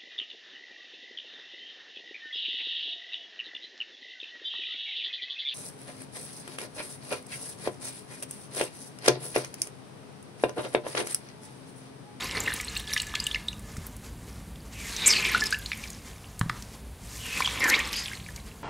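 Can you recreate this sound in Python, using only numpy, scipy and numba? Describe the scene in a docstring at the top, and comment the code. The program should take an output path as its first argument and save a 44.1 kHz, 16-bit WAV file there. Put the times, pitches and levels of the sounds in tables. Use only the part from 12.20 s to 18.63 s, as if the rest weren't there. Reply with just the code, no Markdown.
"""Soaked foam crushed in a fist over a glass dish, close to a phone microphone in a small room.
Three squeezes: foam cells burst in a fine fizz, froth squirts through gaps that change size,
bubbles pop and wet films snap between the fingers. Between squeezes, wet lumps drop into the dish.
The glass rings along, the table reflects and the room adds a short tail.
Handling rumble, room tone and a faint hum lie underneath. Mono, alike in both channels."""
import sys
import numpy as np
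from scipy import signal
from scipy.fft import rfft, irfft
from scipy.io import wavfile
from numba import njit

SR = 44100
rng = np.random.default_rng(int(sys.argv[2]) if len(sys.argv) > 2 else 0)


def persist_wave(psi):
    """Save psi, clipped to +-1, as 16-bit WAV."""
    counts = np.round(np.clip(psi, -1, 1) * 32767).astype(np.int16)
    wavfile.write(sys.argv[1], SR, np.atleast_2d(counts).T)


N = 283563
T = np.arange(N) / SR
TOP_HZ = 15700  # upper limit of the microphone
GULPS_PER_S = 140  # liquid leaves the fist unevenly

# squeezes of the fist: (grips [s], tight [s], eases [s], lets go [s], froth level [dB],
# fine cell level [dB], pressure kept after easing [dB])
SQUEEZES = [(-0.3, 0, 0.19, 1.07, -36.5, -42.5, -6.5), (2.494, 2.843, 3.18, 3.8, -32, -39, -17),
            (4.789, 5.22, 5.78, 6.05, -36, -40, -15.5)]
# the loudest bubbles: (time [s], pitch [Hz], relative level [dB], nominal ring time [s])
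LOUD_BUBBLES = [(0.035, 4590, -32.5, 0.038), (0.1109, 4020, -34, 0.022), (0.1518, 1950, -26.5, 0.015),
                (0.1617, 2100, -28, 0.018), (0.1694, 4300, -27.5, 0.026), (0.2038, 7300, -19.5, 0.012),
                (0.2615, 2710, -29.5, 0.025), (0.2759, 2067, -21.5, 0.016), (0.2802, 1867, -23.5, 0.048),
                (0.3037, 1700, -30.5, 0.025), (0.3209, 1840, -24.5, 0.0092), (0.339, 9660, -24.5, 0.019),
                (0.4003, 2200, -26, 0.013), (0.4466, 8100, -32, 0.023), (0.4825, 4180, -31.5, 0.029),
                (0.5645, 2680, -29.5, 0.024), (0.5683, 4180, -25.5, 0.018), (0.575, 8000, -26, 0.0079),
                (0.5978, 9700, -31, 0.0072), (0.676, 3410, -34, 0.02), (0.729, 4000, -29.5, 0.021),
                (0.736, 5580, -18.5, 0.009), (0.742, 9330, -26.5, 0.014), (0.7644, 1990, -20, 0.017),
                (0.7774, 2930, -21.5, 0.0038), (0.801, 4300, -20.5, 0.0045), (0.8182, 7800, -28, 0.013),
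                (0.9396, 1280, -31, 0.0067), (0.9546, 3280, -23.5, 0.012), (0.9542, 2430, -20.5, 0.0077),
                (1.001, 4800, -22, 0.016), (1.0403, 7650, -26, 0.0094), (1.067, 2960, -24, 0.024),
                (1.0692, 8000, -40, 0.026), (1.1129, 3360, -26, 0.026), (1.1461, 2650, -20, 0.011),
                (1.158, 2110, -26, 0.037), (1.284, 3770, -24.5, 0.035), (2.765, 5900, -22, 0.0062),
                (2.936, 3080, -16, 0.0092), (3.0499, 2480, -18, 0.014), (3.1473, 1434, -15, 0.049),
                (3.209, 5170, -20, 0.004), (3.2204, 1760, -23.5, 0.049), (3.257, 5130, -26.5, 0.056),
                (3.2684, 5070, -21, 0.0093), (3.326, 4764, -21, 0.011), (3.3258, 1623, -20, 0.066),
                (3.3446, 2720, -25, 0.024), (3.4602, 4100, -24, 0.0071), (3.518, 2200, -20, 0.0048),
                (3.531, 2378, -25.5, 0.02), (3.638, 2400, -33, 0.025), (5.1747, 2550, -24.5, 0.017),
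                (5.2054, 1100, -18, 0.012), (5.2213, 2340, -22.5, 0.028), (5.2468, 3300, -25, 0.06),
                (5.2595, 3130, -18.5, 0.018), (5.2751, 3320, -20, 0.012), (5.275, 1037, -27, 0.013),
                (5.601, 2470, -20.5, 0.014), (5.74, 2970, -27.5, 0.017), (5.763, 4777, -29.5, 0.016),
                (5.859, 3420, -27, 0.013), (5.9147, 1660, -36.5, 0.026), (5.9322, 2090, -31.5, 0.019),
                (6.088, 1820, -37, 0.019)]


def amp(db):
    """Decibels to gain."""
    return 10 ** (np.asarray(db) / 20)


def unit(x):
    """Scale to rms 1."""
    return x / np.sqrt(np.mean(x ** 2))


def fade(t, t60):
    """Decay of 60 dB in t60 seconds."""
    return np.exp(-np.log(1000) * t / t60)


def add(out, s, sound):
    """Mix a sound in at time s."""
    i = max(int(s * SR), 0)
    out[i:i + len(sound)] += sound[:max(N - i, 0)]


def colour(x, points):
    """Filter by a spectrum of (frequency [Hz], gain [dB]) points."""
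    hz, db = np.transpose(points)
    bin_hz = np.maximum(np.fft.rfftfreq(N, 1 / SR), 1)
    return irfft(rfft(x) * amp(np.interp(np.log(bin_hz), np.log(hz), db)), N)


def band(x, low_hz, high_hz):
    """Band-pass."""
    return signal.sosfilt(signal.butter(3, [low_hz, high_hz], "band", fs=SR, output="sos"), x)


@njit
def resonate(x, hz, q):
    """State-variable band-pass whose centre may move."""
    y, band_state, low_state = np.empty(len(x)), 0., 0.
    for i in range(len(x)):
        g = np.tan(np.pi * min(hz[i] / SR, .45))
        passed = (band_state + g * (x[i] - low_state)) / (1 + g * (g + 1 / q))
        band_state = 2 * passed - band_state
        low_state += 2 * g * passed
        y[i] = passed / q
    return y


def drift(per_s):
    """Random wander with rms 1."""
    knots = rng.standard_normal(4096)
    return unit(np.interp(T * per_s, np.arange(len(knots)), knots))


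def crackle(per_s, spread_db):
    """Random tiny clicks: many weak, few strong."""
    size = amp(spread_db * np.minimum(rng.exponential(size=N), 4))
    return unit((rng.random(N) < per_s / SR) * size * rng.choice([-1, 1], N))


def swell(s, rise_s, fall_s, db, edge_db=-13.5):
    """Gain that peaks at time s and is edge_db down at rise_s before and fall_s after."""
    away = np.maximum((s - T) / rise_s, (T - s) / fall_s)
    return amp(db + edge_db * np.minimum(away, 10) ** 1.36)


def fist(grips, tight, eases, lets_go, kept_db, grip_s=0.041, release_s=0.3313, ease_s=0.2):
    """One squeeze: contact 0-1, and the pressure in dB as the fist closes and as it slackens."""
    contact = np.clip((T - grips) / grip_s, 0, 1) * np.clip(1 - (T - lets_go) / release_s, 0, 1)
    closing_db = np.interp(T, [grips, tight], [-18.5, 0])
    since = np.maximum(T - eases, 0)
    slack_db = kept_db * np.minimum(since / ease_s, 1) - 5 * since  # the hand tires by 5 dB/s
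    return contact, closing_db, slack_db


def fizz_gains(gurgle_db=3.5, cell_attack_s=0.19, spent_db_per_s=7):
    """Gains of wet body, mid froth and fine cells: rubs, gushes and squeezes add up in power."""
    # fingers rub and turn the foam: (peak [s], half length [s], relative level [dB])
    rubs = [(1.55, 0.24, -53), (1.844, 0.05, -50), (2.084, 0.031, -53), (2.203, 0.032, -54),
            (3.873, 0.09, -48), (4.365, 0.32, -53), (4.55, 0.041, -50), (6.276, 0.053, -50)]
    # liquid gushes out of the fist: (peak [s], rise [s], fall [s], relative level [dB])
    gushes = [(0.03, 0.17, 0.28, -41), (0.18, 0.082, 0.1, -33.5), (2.92, 0.22, 0.092, -47.5),
              (3.23, 0.07, 0.049, -37), (5.51, 0.15, 0.13, -32.5)]
    rubbing = sum(swell(s, half_s, half_s, db) ** 2 for s, half_s, db in rubs)
    # foam resting in the hand keeps a faint floor in each band
    body = amp(-57.5) ** 2 + amp(-2) ** 2 * rubbing
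    middle = amp(-63) ** 2 + rubbing
    fine = amp(-59) ** 2 + rubbing
    gulps = unit(amp(gurgle_db * drift(GULPS_PER_S)))
    body += sum((gulps * swell(*gush)) ** 2 for gush in gushes)
    for grips, tight, eases, lets_go, froth_db, cells_db, kept_db in SQUEEZES:
        contact, closing_db, slack_db = fist(grips, tight, eases, lets_go, kept_db)
        pressure_db = closing_db + slack_db
        age = np.maximum(T - grips, 0)
        # fine cells burst first and get used up
        bursting_db = -12.5 * np.maximum(1 - age / cell_attack_s, 0) - spent_db_per_s * age
        body += (contact * amp(froth_db - 10 + 0.94 * pressure_db)) ** 2
        middle += (contact * amp(froth_db + pressure_db)) ** 2
        fine += (contact * amp(cells_db + bursting_db + 0.24 * slack_db)) ** 2
    return np.sqrt([body, middle, fine])


def fizz(body_db=-1, middle_db=-2.5, fine_db=-2.0):
    """Foam cells of many sizes burst close to the microphone, each ringing for a few cycles."""
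    # tone colour of the foam: (frequency [Hz], gain [dB])
    foam_spectrum = [(88, -37), (150, 14.5), (182, -6), (359, -2.5), (404, -2.5), (436, -3), (668, -11),
                     (1040, -3), (1340, -7.5), (2100, -0.5), (3100, -5), (4840, -7.5), (7560, -8.5),
                     (15500, -20.5)]
    body, middle, fine = fizz_gains()
    cells = np.zeros(N)
    for hz in np.geomspace(200, 15000, 26):
        centre_hz = hz * np.exp(0.032 * drift(60))
        ring = resonate(crackle(per_s=3200, spread_db=5.5), centre_hz, q=2.57)
        ring = resonate(ring, centre_hz, q=2.04)
        cells += unit(ring) * np.sqrt(hz)
    cells = colour(cells, foam_spectrum) * amp(2.0 * drift(30))
    body *= amp(body_db) * unit(band(cells, 165, 1290))
    middle *= amp(middle_db) * unit(band(cells, 1530, 4430))
    fine *= amp(fine_db) * unit(band(cells, 5350, 14500))
    return body + middle + fine


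def squirts(ceiling=3.3, pocket_q=13.0, gurgle_db=2.0):
    """Sputtering froth rings an air pocket, whose pitch glides as it changes size."""
    # froth forced through a gap: (peak [s], rise [s], fall [s], start pitch [Hz], end pitch [Hz],
    # level [dB])
    gaps = [(0.12, 0.25, 0.16, 2110, 2100, -43), (2.61, 0.078, 0.083, 2750, 1910, -44),
            (2.85, 0.13, 0.037, 4280, 3450, -33), (2.875, 0.016, 0.0083, 6700, 8740, -10.5),
            (2.881, 0.0072, 0.0071, 9700, 11300, -24), (2.908, 0.029, 0.034, 6300, 4200, -18),
            (2.89, 0.066, 0.055, 2380, 2160, -26.5), (2.961, 0.018, 0.05, 4400, 4100, -28.5),
            (2.96, 0.028, 0.049, 2900, 2200, -27), (3.07, 0.09, 0.073, 2460, 2250, -27.5),
            (3.542, 0.015, 0.11, 2280, 2310, -49), (5.13, 0.15, 0.13, 3040, 2290, -37.5),
            (5.443, 0.04, 0.074, 2150, 1520, -22.5), (5.494, 0.016, 0.0093, 7470, 6360, -29),
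            (5.494, 0.022, 0.016, 11400, 12200, -32), (5.54, 0.2, 0.2, 1130, 1150, -39.5),
            (5.539, 0.065, 0.034, 1470, 2750, -21), (5.551, 0.013, 0.013, 2970, 5000, -22),
            (5.589, 0.015, 0.039, 1800, 2070, -27.5), (5.785, 0.056, 0.08, 4960, 5030, -34.5),
            (5.79, 0.037, 0.04, 6250, 6160, -39)]
    out = np.zeros(N)
    sputter = crackle(per_s=4000, spread_db=1.2)
    waver = np.exp(.022 * drift(250))
    gulps = amp(gurgle_db * drift(GULPS_PER_S))
    for s, rise_s, fall_s, start_hz, end_hz, db in gaps:
        on = (T > s - rise_s) & (T < s + fall_s)
        pitch = np.geomspace(start_hz, end_hz, on.sum())
        ring = unit(resonate(sputter[on] * gulps[on], pitch * waver[on], pocket_q))
        # the narrow gap limits how hard the pocket can swing
        ring = resonate(ceiling * np.tanh(ring / ceiling), pitch, q=0.92)
        envelope = swell(s, rise_s, fall_s, db)[on] * signal.windows.tukey(on.sum(), .06)
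        add(out, s - rise_s, unit(ring) * envelope)
    return out


def bubble(hz, t60, glide, open_cycles=1.28):
    """A cavity opens within a few cycles and rings out while its pitch bends."""
    t = T[:int(t60 * SR) + 64]
    pitch = hz * (1 + glide * (np.tanh(3 * t / t60) - .3))
    envelope = (1 - np.exp(-t * hz / open_cycles)) * fade(t, t60)
    return envelope / envelope.max() * np.sin(2 * np.pi * np.cumsum(pitch) / SR)


def pop_activity(idle_per_s=5.0, idle_db=-47, tight_per_s=230, reach_s=0.016, flurry_db=-16.5):
    """Rate and base level in dB of small pops: many in a tight fist, fewer as it slackens."""
    rate, gain = np.full(N, idle_per_s), np.full(N, amp(idle_db))
    for grips, tight, eases, lets_go, froth_db, _, kept_db in SQUEEZES:
        contact, _, slack_db = fist(grips, tight, eases, lets_go, kept_db)
        frothing = contact * (T > tight) * amp(0.5 * slack_db)
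        rate += tight_per_s * frothing
        gain = np.maximum(gain, amp(froth_db) * frothing)
    # a large bubble upsets the small ones around it
    crowd = np.zeros(N)
    for s, _, db, _ in LOUD_BUBBLES:
        near = np.abs(T - s) < 2 * reach_s
        closeness = np.exp(-((T[near] - s) / reach_s) ** 2)
        crowd[near] = np.maximum(crowd[near], closeness)
        gain[near] = np.maximum(gain[near], amp(db + flurry_db) * closeness)
    return rate * (1 + 1.3 * crowd), 20 * np.log10(gain)


def small_pops(low_hz=2000, high_hz=12500, spread_db=4.5, tilt_db_per_octave=-2.0):
    """Small bubbles in the froth pop in random flurries, each a tick with a hint of pitch."""
    rate, base_db = pop_activity()
    out = np.zeros(N)
    flurry = amp(4 * drift(35))
    times = T[rng.random(N) < flurry * rate / SR]
    for s, (height, weakness, turn, ring) in zip(times, rng.random((2048, 4))):
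        hz = low_hz * (high_hz / low_hz) ** height
        db = base_db[int(s * SR)] + tilt_db_per_octave * np.log2(hz / low_hz)
        db -= spread_db * np.log(.04 + weakness)
        pop = bubble(hz, t60=.002 + .005 * ring, glide=0.3 * (turn - .45), open_cycles=3.6)
        add(out, s, amp(db) * pop)
    return out


def handling(low_hz=45, high_hz=270):
    """Shifting hands send an uneven dull rumble through the table to the microphone."""
    # hands against the table: (time [s], level [dB])
    rumble_levels = [(0, -58), (1.2, -57), (1.7, -49.5), (2.2, -49.5), (3.2, -47.5), (3.6, -62),
                     (6.43, -69)]
    rumble = unit(band(rng.standard_normal(N), low_hz, high_hz))
    return rumble * amp(np.interp(T, *np.transpose(rumble_levels)) + 0.54 * drift(6.1))


def room_tone(noise_db=-45):
    """The small room's own steady rumble and hiss, with a wavering low hum."""
    # tone colour of the room noise: (frequency [Hz], gain [dB])
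    room_spectrum = [(13, -43), (22, -21), (37, -6.5), (59, 4), (87, -6.5), (220, -9.5), (306, -18),
                     (625, -21.5), (737, -21), (1080, -30), (2530, -29.5), (4900, -34.5), (5620, -50),
                     (9720, -31.5), (15500, -43)]
    # tones of the hum: (frequency [Hz], level [dB])
    hum_tones = [(52.5, -55), (108, -53), (168, -59), (211, -57.5), (238, -67)]
    noise = unit(colour(rng.standard_normal(N), room_spectrum)) * amp(noise_db)
    hum = sum(np.sin(2 * np.pi * hz * T + 1.2 * drift(9.8)) * amp(db + 3.7 * drift(5))
              for hz, db in hum_tones)
    return noise + hum


def film_tick(hz, q, t60, attack_s=0.0012):
    """A film tears: a short splat of noise in one broad resonance, peak 1."""
    t = T[:SR // 20]
    noise = rng.standard_normal(len(t)) * fade(t, t60) * (1 - np.exp(-t / attack_s))
    tick = resonate(noise, np.full(len(t), float(hz)), q)
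    return tick / np.abs(tick).max()


def loud_pops(ring_scale=0.72, ring_db=3.5, tear_db=-13, neighbour_db=-9):
    """A bubble tears with a tick and its cavity rings; neighbours give way just before and after."""
    out = np.zeros(N)
    for s, hz, db, ring_s in LOUD_BUBBLES:
        glide = 0.07 + 0.11 * rng.standard_normal()
        add(out, s, amp(db + ring_db) * bubble(hz, ring_s * ring_scale, glide))
        add(out, s, amp(db + tear_db) * film_tick(hz, q=1.0, t60=0.015))
        for late, height, turn in rng.uniform(-1, 1, (3, 3)):
            neighbour_hz = min(hz * 1.354 * 1.655 ** height, TOP_HZ)
            # early neighbours tend to slide down in pitch, late ones up
            neighbour = bubble(neighbour_hz, t60=0.007, glide=0.16 * late + 0.23 * turn, open_cycles=1.0)
            add(out, s + .0035 * (late + 0.296), amp(db + neighbour_db) * neighbour)
    return out


def snaps(gain_db=-3.0):
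    """Thin wet films snap between skin and foam."""
    # the loudest films: (time [s], relative level [dB], centre [Hz])
    films = [(0.2364, -26, 7000), (0.3367, -20, 9600), (0.3621, -22, 5740), (0.4105, -20.5, 6470),
             (0.7756, -18, 4600), (0.818, -20.5, 7800), (0.868, -28, 7000), (0.9996, -26, 6000),
             (0.9512, -17, 4370), (1.067, -16.5, 7700), (1.393, -32, 8800), (1.568, -29, 6360),
             (1.6661, -21.5, 12500), (1.765, -31, 9200), (2.357, -36, 3350), (3.238, -13.5, 4900),
             (3.257, -21, 9000), (3.3059, -19, 8340), (3.387, -26, 11000), (3.5742, -29, 8690),
             (3.6387, -29.5, 5900), (3.7017, -25, 6600), (4.1926, -21.5, 8300), (4.211, -25.5, 4420),
             (4.2947, -22, 4140), (4.4232, -25, 5900), (5.2032, -18.5, 4636), (5.44, -14, 5600),
             (5.4986, -8, 5650), (5.5907, -20, 6920), (5.729, -17, 4800), (6.1607, -25, 5070)]
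    out = np.zeros(N)
    for s, db, hz in films:
        add(out, s, amp(db + gain_db) * film_tick(hz, q=2.1, t60=0.014))
    return out


def lumps(sag=0.34, sag_s=0.0031, table_hz=160, table_db=-7):
    """A soft lump lands: a wet slap on the glass over a dull thud of dish and table."""
    # lumps landing: (time [s], slap level [dB], slap pitch [Hz], thud level [dB], thud pitch [Hz])
    landings = [(1.567, -35, 1310, -44, 129), (1.582, -56, 900, -29.5, 87), (4.2126, -15, 1090, -17.5, 112),
                (4.262, -50, 1200, -26.5, 116), (4.2973, -13, 1220, -33, 127)]
    # resonances of a wet slap: (multiple of its pitch [ratio], t60 [s], relative level [dB])
    slap_modes = [(.65, .007, -6), (1, 0.013, 9), (1.6, 0.0063, 11.5), (3, 0.0074, -3)]
    out, t = np.zeros(N), T[:SR // 4]
    for s, slap_db, slap_hz, thud_db, thud_hz in landings:
        slap = sum((-1) ** k * amp(db) * fade(t, t60) * np.sin(2 * np.pi * ratio * slap_hz * t)
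                   for k, (ratio, t60, db) in enumerate(slap_modes))
        add(out, s, amp(slap_db) * slap / np.abs(slap).max())
        pitch = thud_hz * (1 + sag * np.exp(-t / sag_s))
        thud = fade(t, t60=0.22) * np.sin(2 * np.pi * np.cumsum(pitch) / SR)
        table = amp(table_db) * fade(t, t60=0.16) * np.sin(2 * np.pi * table_hz * t)
        add(out, s, amp(thud_db) * (thud + table))
    return out


def surroundings(direct, echo_s=.004, echo_db=-11, room_db=-14, room_t60=0.32):
    """The microphone hears the direct sound, the ringing dish, a table bounce and a short room tail."""
    # ring of the glass dish: (frequency [Hz], t60 [s], relative level [dB])
    dish_modes = [(980, 0.11, -8), (1234, 0.043, 6.5), (1726, 0.098, 10), (2030, 0.087, -25),
                  (2850, 0.022, 8.5), (3700, 0.026, 7), (3950, 0.063, -22), (4650, .05, -23)]
    # how strongly the sound reaches the dish: (time [s], level [dB])
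    dish_coupling = [(0, -33), (.6, -8), (1.25, -10.5), (2.0, -36), (3.3, -21.5), (4.3, -55), (5, -51),
                     (6.43, -40)]
    t = T[:SR // 2]
    dish = sum(amp(db) * fade(t, t60) * np.cos(2 * np.pi * hz * t) for hz, t60, db in dish_modes)
    at_dish = direct * amp(np.interp(T, *np.transpose(dish_coupling)))
    ring = signal.fftconvolve(at_dish, dish / np.linalg.norm(dish))[:N]
    tail = band(rng.standard_normal(len(t)), 160, 14000) * fade(t, room_t60) * (1 - np.exp(-t / 0.0025))
    room = signal.fftconvolve(direct, tail / np.linalg.norm(tail))[:N]
    # the path via the table changes as the hands move
    echo = np.interp(T - echo_s * (1 + 0.1174 * drift(3)), T, direct)
    return direct + ring + amp(echo_db) * echo + amp(room_db) * room


def scene():
    """One close microphone: the foam up front, the room underneath, alike in both channels."""
    foam = fizz() + squirts() + small_pops() + loud_pops() + snaps() + lumps()
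    mono = surroundings(foam) + handling() + room_tone()
    return np.array([mono, mono])


def record(dry):
    """The phone cuts the top treble steeply."""
    return signal.sosfilt(signal.ellip(10, .2, 80, TOP_HZ, fs=SR, output="sos"), dry)


dry = scene()
out = record(dry)
persist_wave(out)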